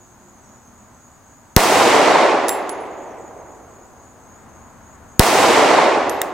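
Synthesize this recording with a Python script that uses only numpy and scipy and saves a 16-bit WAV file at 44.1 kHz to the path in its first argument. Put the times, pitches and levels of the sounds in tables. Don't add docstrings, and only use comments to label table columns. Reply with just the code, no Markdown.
import sys
import numpy as np
from scipy import signal
from scipy.fft import rfft, irfft
from scipy.io import wavfile
from scipy.ndimage import uniform_filter1d

SR = 44100
rng = np.random.default_rng(int(sys.argv[2]) if len(sys.argv) > 2 else 0)


def digitize_waveform(pressure):
    field = np.atleast_2d(pressure).T
    bounded = np.clip(field, -1, 1)
    quanta = np.round(bounded * 32767).astype(np.int16)
    wavfile.write(sys.argv[1], SR, quanta)


N = 279153
TIME = np.arange(N) / SR
BINS = np.fft.rfftfreq(N, 1 / SR)

# [t/s, blast level/dB, echo level/dB]
SHOTS = [(1.5640, 33, 13), (5.1942, 32.5, 12)]


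def gain_of(db):
    return 10 ** (np.asarray(db) / 20)


def evened(x):
    return x / np.sqrt(np.mean(x ** 2) + 1e-20)


def read(points, hz):
    f, value = np.transpose(points)
    return np.interp(np.log(hz + 1), np.log(f + 1), value)


def add(mix, s, sound):
    part = mix[:, round(s * SR):][:, :sound.shape[-1]]
    part += sound[..., :part.shape[1]]


def panned(x, side_db):
    return x * gain_of(np.array([[side_db], [-side_db]]) / 2)


def noise(level_db, same):
    left, other = rfft(rng.standard_normal((2, N)))
    same = np.clip(same, -1, 1)
    right = same * left + np.sqrt(1 - same ** 2) * other
    return evened(irfft(np.array([left, right]) * gain_of(level_db), N))


def wander(slow_hz, fast_hz):
    t = np.linspace(0, N / SR, num=2000)
    rates_hz = np.geomspace(slow_hz, fast_hz, 20)
    curve = sum(np.sin(2 * np.pi * (f * t + rng.random())) / np.sqrt(f) for f in rates_hz)
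    return np.interp(TIME, t, evened(curve))


def pistol():
    out, answer = np.zeros((2, N)), echo()
    for s, blast_db, echo_db in SHOTS:
        add(out, s, gain_of(blast_db) * blast())
        add(out, s + 0.0049, gain_of(echo_db) * answer)
    return out


def blast(crack_db=-3, crack_s=0.0012):
    # [f/Hz, level/dB per Hz]
    crack_shape = [(150, -46), (700, -11), (2000, -5.5), (4000, -4), (6500, 0.5), (9500, -6.5), (14000, -2),
                   (16000, -8.5), (18000, -24)]
    # [delay/s, length/s, size relative to the blast before its low-pass]
    hard_reflection = (.0082, .00017, 2.1)
    blast_delay_s, blast_push_s = .0017, .00267
    port_hz = 72
    right_delay_s = .00012
    t = TIME[:SR // 8] - np.array([[0], [right_delay_s]])
    crack = noise(read(crack_shape, BINS), 0.64)[:, :t.shape[1]]
    crack = gain_of(crack_db) * crack * (t > 0) * np.exp(-abs(t) / crack_s)
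    delay_s, length_s, size = hard_reflection
    reflection = size * signal.lfilter(*signal.butter(2, 1300, fs=SR), shock(t - delay_s, length_s))
    wave = crack + shock(t - blast_delay_s, blast_push_s) + reflection
    return signal.lfilter(*signal.butter(1, port_hz, "high", fs=SR), wave)


def shock(t, length):
    u = np.maximum(t, 0) / length
    return (t > 0) * (1 - u) * np.exp(-u)


def echo(build_s=0.0063, far_db=-12.5, far_slow=1.727, far_late_s=1.27, far_hz=1600, patch_db=0.9,
         trunk_db=-6, trunks_per_s=600, merge_s=0.25):
    # [f/Hz, level/dB per Hz]
    echo_shape = [(30, -36.5), (90, -11.5), (170, -10), (300, -0.5), (500, 1.5), (750, 5), (1050, 1.5),
                  (1500, -6), (2100, -5.5), (3000, -10), (5000, -12), (8000, -13), (12000, -19.5),
                  (16000, -20.5)]
    # [f/Hz, t60/s]
    echo_t60 = [(60, 1.01), (160, 1.32), (350, 1.88), (800, 1.685), (2000, 1.573), (4000, 1.298),
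                (7000, 1.11), (10000, .9), (15000, 0.68)]
    # [f/Hz, left-right likeness]
    echo_same = [(60, 0.86), (300, 0.83), (1400, 0.86), (3100, 0.72), (5000, 0.51), (8000, 0.36),
                 (15000, 0)]
    colour_db = read(echo_shape, BINS)
    wash = noise(colour_db, read(echo_same, BINS))
    trunks = rng.standard_normal(N) * (rng.random(N) < trunks_per_s / SR)
    trunks = evened(irfft(rfft(trunks) * gain_of(colour_db), N)) * np.exp(-TIME / merge_s)
    hz, t, z = signal.stft(wash + gain_of(trunk_db) * trunks, SR, nperseg=512, noverlap=384)
    fall_db = -60 * t / read(echo_t60, hz)[:, None]
    far = gain_of(far_db + fall_db / far_slow) / (1 + (hz[:, None] / far_hz) ** 2)
    far = far * (1 - np.exp(-(t / far_late_s) ** 3))
    patches = uniform_filter1d(rng.standard_normal(fall_db.shape), size=20, axis=0)
    patches = evened(uniform_filter1d(patches, size=3, axis=1))
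    z = z * np.hypot(gain_of(fall_db), far) * gain_of(patch_db * patches)
    tail = signal.istft(z, SR, nperseg=512, noverlap=384)[1][:, :N]
    return panned(tail * (1 - np.exp(-TIME / build_s)), -0.92)


def cases():
    # [t/s, tick level/dB, ring level/dB, squareness from 0 glancing to 1 flat on, lean to left/dB]
    touches = [(2.4832, -13, -22, 0.17, -4), (2.4927, -9.5, -28.5, 0.85, -4),
               (2.6937, -22.5, -31.5, .02, -8.5), (2.7312, -42, -51, .02, -2), (2.803, -68, -49, .02, -10),
               (6.0957, -17, -35, .02, -8), (6.2167, -9, -60, 1, .5)]
    # [f/Hz, level/dB per Hz]
    tick_shape = [(1000, -30), (3000, -8.5), (4500, -5.5), (8000, 0.5), (11000, -5), (15000, -5.5)]
    case_pitch = [1, 1.132]
    out, t = np.zeros((2, N)), TIME[:SR // 2]
    grit = noise(read(tick_shape, BINS), 0.6)
    flights_s = np.diff([row[0] for row in touches] + [np.inf])
    for k, (s, tick_db, ring_db, square, side_db) in enumerate(touches):
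        pitch = case_pitch[sum(shot[0] < s for shot in SHOTS) - 1]
        patch = np.roll(grit, k * len(t), axis=1)[:, :len(t)]
        touch = bounce(t, flights_s[k], patch, pitch, tick_db, ring_db, np.clip(square, 0, 1))
        add(out, s, panned(touch, side_db))
    return out


def bounce(t, free_s, grit, pitch, tick_db, ring_db, square, tick_s=0.0013, scatter_db=-30, scatter_s=0.041):
    brass_hz = [7585, 10170, 10700, 12330, 14840]
    # [level/dB, t60/s]
    brass_modes = [(3.5, 0.21), (0, 0.19), (1, 0.23), (-16, 0.4), (0, 0.19)]
    surface_hz = [1930, 2800, 3720, 6000, 12700, 14700]
    # [level/dB, t60/s]
    surface_modes = [(5.5, 0.012), (-4, 0.015), (1, 0.014), (-3, .008), (2, .008), (6, .008)]
    chatter_s, chatter_db = 0.0031, -5
    dull_hz, bright_hz = 10500, 19000
    knock_db, glance_db = -6.5, -28
    narrow_hz, wide_hz = 280, 10000
    tumble_hz, flutter_depth = 47, .3
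    ring_stretch, choke_s = 1.15, .004

    again = (1 - square) * gain_of(chatter_db) * (t > chatter_s) * np.exp(-abs(t - chatter_s) / tick_s)
    tick = grit * (np.exp(-t / tick_s) + again + gain_of(scatter_db) * np.exp(-t / scatter_s))
    edge_hz = min(dull_hz + (bright_hz - dull_hz) * square, SR / 2 - 1)
    tick = signal.lfilter(*signal.butter(2, edge_hz, fs=SR), tick)

    knock = ring(zip(surface_hz, *np.transpose(surface_modes)), t).sum(0)
    knock = gain_of(knock_db + glance_db * (1 - square)) * knock

    mode_hz, (mode_db, mode_t60) = np.array(brass_hz), np.transpose(brass_modes)
    spread_hz = narrow_hz * (wide_hz / narrow_hz) ** square
    share = 1 / (1 + ((mode_hz - mode_hz[1]) / spread_hz) ** 4)
    flutter = 1 + flutter_depth * np.cos(2 * np.pi * (tumble_hz * t + rng.random((len(brass_modes), 2, 1))))
    modes = ring(zip(mode_hz * pitch, mode_db, mode_t60 * ring_stretch), t)
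    brass = np.tensordot(share, flutter * modes, axes=1)
    choke = np.exp(-np.maximum(t - free_s, 0) / choke_s)
    return gain_of(tick_db) * (tick + knock) + gain_of(ring_db) * brass * choke


def ring(modes, t):
    return np.array([
        gain_of(db - 60 * t / t60) * np.sin(2 * np.pi * (hz * t + rng.random((2, 1)) / 4))
        for hz, db, t60 in modes])


def insects(skirt=1.4, glide_hz=45, waver_db=1):
    # [t of one chirp/s, chirps per second, centre f/Hz]
    chirps = [(.27, 3.68, 6780), (.41, 3.37, 6460), (.093, 5.79, 7760)]
    # [width scale/Hz, mean level/dB, chirp depth scale/dB]
    wings = [(310, -58.2, 3.8), (270, -60.2, 2.8), (190, -69.5, 4.2)]
    out = np.zeros((2, N))
    for (beat, rate, hz), (width, db, depth_db) in zip(chirps, wings):
        wing = noise(-20 * skirt * np.log10(1 + (1.84 * (BINS - hz) / width) ** 2), 0.72)
        cycle = 2 * np.pi * rate * (TIME - beat)
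        glide = np.exp(2j * np.pi * np.cumsum(glide_hz * np.sin(cycle)) / SR)
        wing = (signal.hilbert(wing) * glide).real
        level_db = db + depth_db * np.tanh(2 * np.cos(cycle)) + waver_db * wander(3.5, 57)
        out += wing * gain_of(level_db)
    return out


def bird(length_s=.055, wood_s=.2, wet=2.2):
    # [t/s, start f/Hz, end f/Hz, level/dB before the wood's response]
    peeps = [(.42, 6250, 5440, -61), (3.07, 6200, 5500, -62)]
    out, t = np.zeros((2, N)), np.arange(0, length_s, 1 / SR)
    for s, from_hz, to_hz, db in peeps:
        phase = 2 * np.pi * np.cumsum(np.linspace(from_hz, to_hz, len(t))) / SR
        peep = np.sin(phase) * np.sqrt(np.hanning(len(t)))
        wood = rng.standard_normal((2, SR // 2)) * np.exp(-TIME[:SR // 2] / wood_s)
        wood *= wet / np.linalg.norm(wood[0])
        wood[:, 0] += 1
        add(out, s, gain_of(db) * signal.fftconvolve(wood, peep[None], axes=1))
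    return out


def air():
    # [f/Hz, level/dB per Hz]
    rumble_shape = [(20, -13), (50, -5), (80, 0.5), (115, -2), (160, -7), (240, -2), (330, -9.5),
                    (450, -11), (700, -8), (1000, -7.5), (1500, -13), (2200, -22.5), (3500, -35),
                    (8000, -60)]
    # [f/Hz, left-right likeness]
    rumble_same = [(60, 0.63), (300, 0.8), (1400, 0.76), (3100, 0.47), (7000, 0.032), (15000, 0.037)]
    # [f/Hz, level/dB per Hz]
    hiss_shape = [(1000, -4.5), (4000, -1), (5500, -0.5), (8200, 2), (10000, -3.5), (15000, -4),
                  (16000, -8.5)]
    # [t of the peak/s, f/Hz, peak level/dB]
    drone = [(.2, 358.5, -61.5), (.47, 202, -57), (.7, 238, -58)]
    start_db, rise_db_per_s, sway_db = -49.5, 0.82, 0.74
    start_side_db, side_rise_db_per_s = 0.2, .33
    hiss_db, swell_s = -60, 1.05
    level_db = start_db + rise_db_per_s * TIME + sway_db * wander(0.473, 9.5)
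    side_db = start_side_db + side_rise_db_per_s * TIME
    rumble = noise(read(rumble_shape, BINS), read(rumble_same, BINS))
    out = rumble * gain_of(level_db + np.array([side_db, -side_db]) / 2)
    out += gain_of(hiss_db) * noise(read(hiss_shape, BINS), .1)
    for s, hz, db in drone:
        swell = np.cos(np.pi * np.clip((TIME - s) / swell_s, -.5, .5))
        out += gain_of(db) * swell * noise(-20 * np.log10(1 + ((BINS - hz) / 6) ** 2), 1.0)
    return out


def scene():
    return pistol() + cases() + insects() + bird() + air()


def lag(x, seconds):
    r = np.exp(-1 / (seconds * SR))
    return signal.lfilter([1 - r], [1, -r], x)


def overload(x):
    return .97 * x / (1 + x ** 8) ** (1 / 8)


def band_limit(x):
    edge_hz = 16100
    kernel = signal.firwin(255, edge_hz, window=("kaiser", 8), fs=SR)
    return signal.oaconvolve(x, kernel[None], "same")


def record(dry, limit_db=-9.5, recover_db=55, squeeze=1.0):
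    sense_s, attack_s = .02, .0047
    power_db = 10 * np.log10(lag((dry ** 2).mean(0), sense_s) + 1e-12)
    held_db = np.maximum.accumulate(power_db + recover_db * TIME) - recover_db * TIME
    ducked = dry * gain_of(-squeeze * lag(np.maximum(held_db - limit_db, 0), attack_s))
    coupled = signal.lfilter(*signal.butter(1, 11, "high", fs=SR), overload(ducked))
    return band_limit(np.clip(band_limit(coupled), -.95, .95))


dry = scene()
out = record(dry)
digitize_waveform(out)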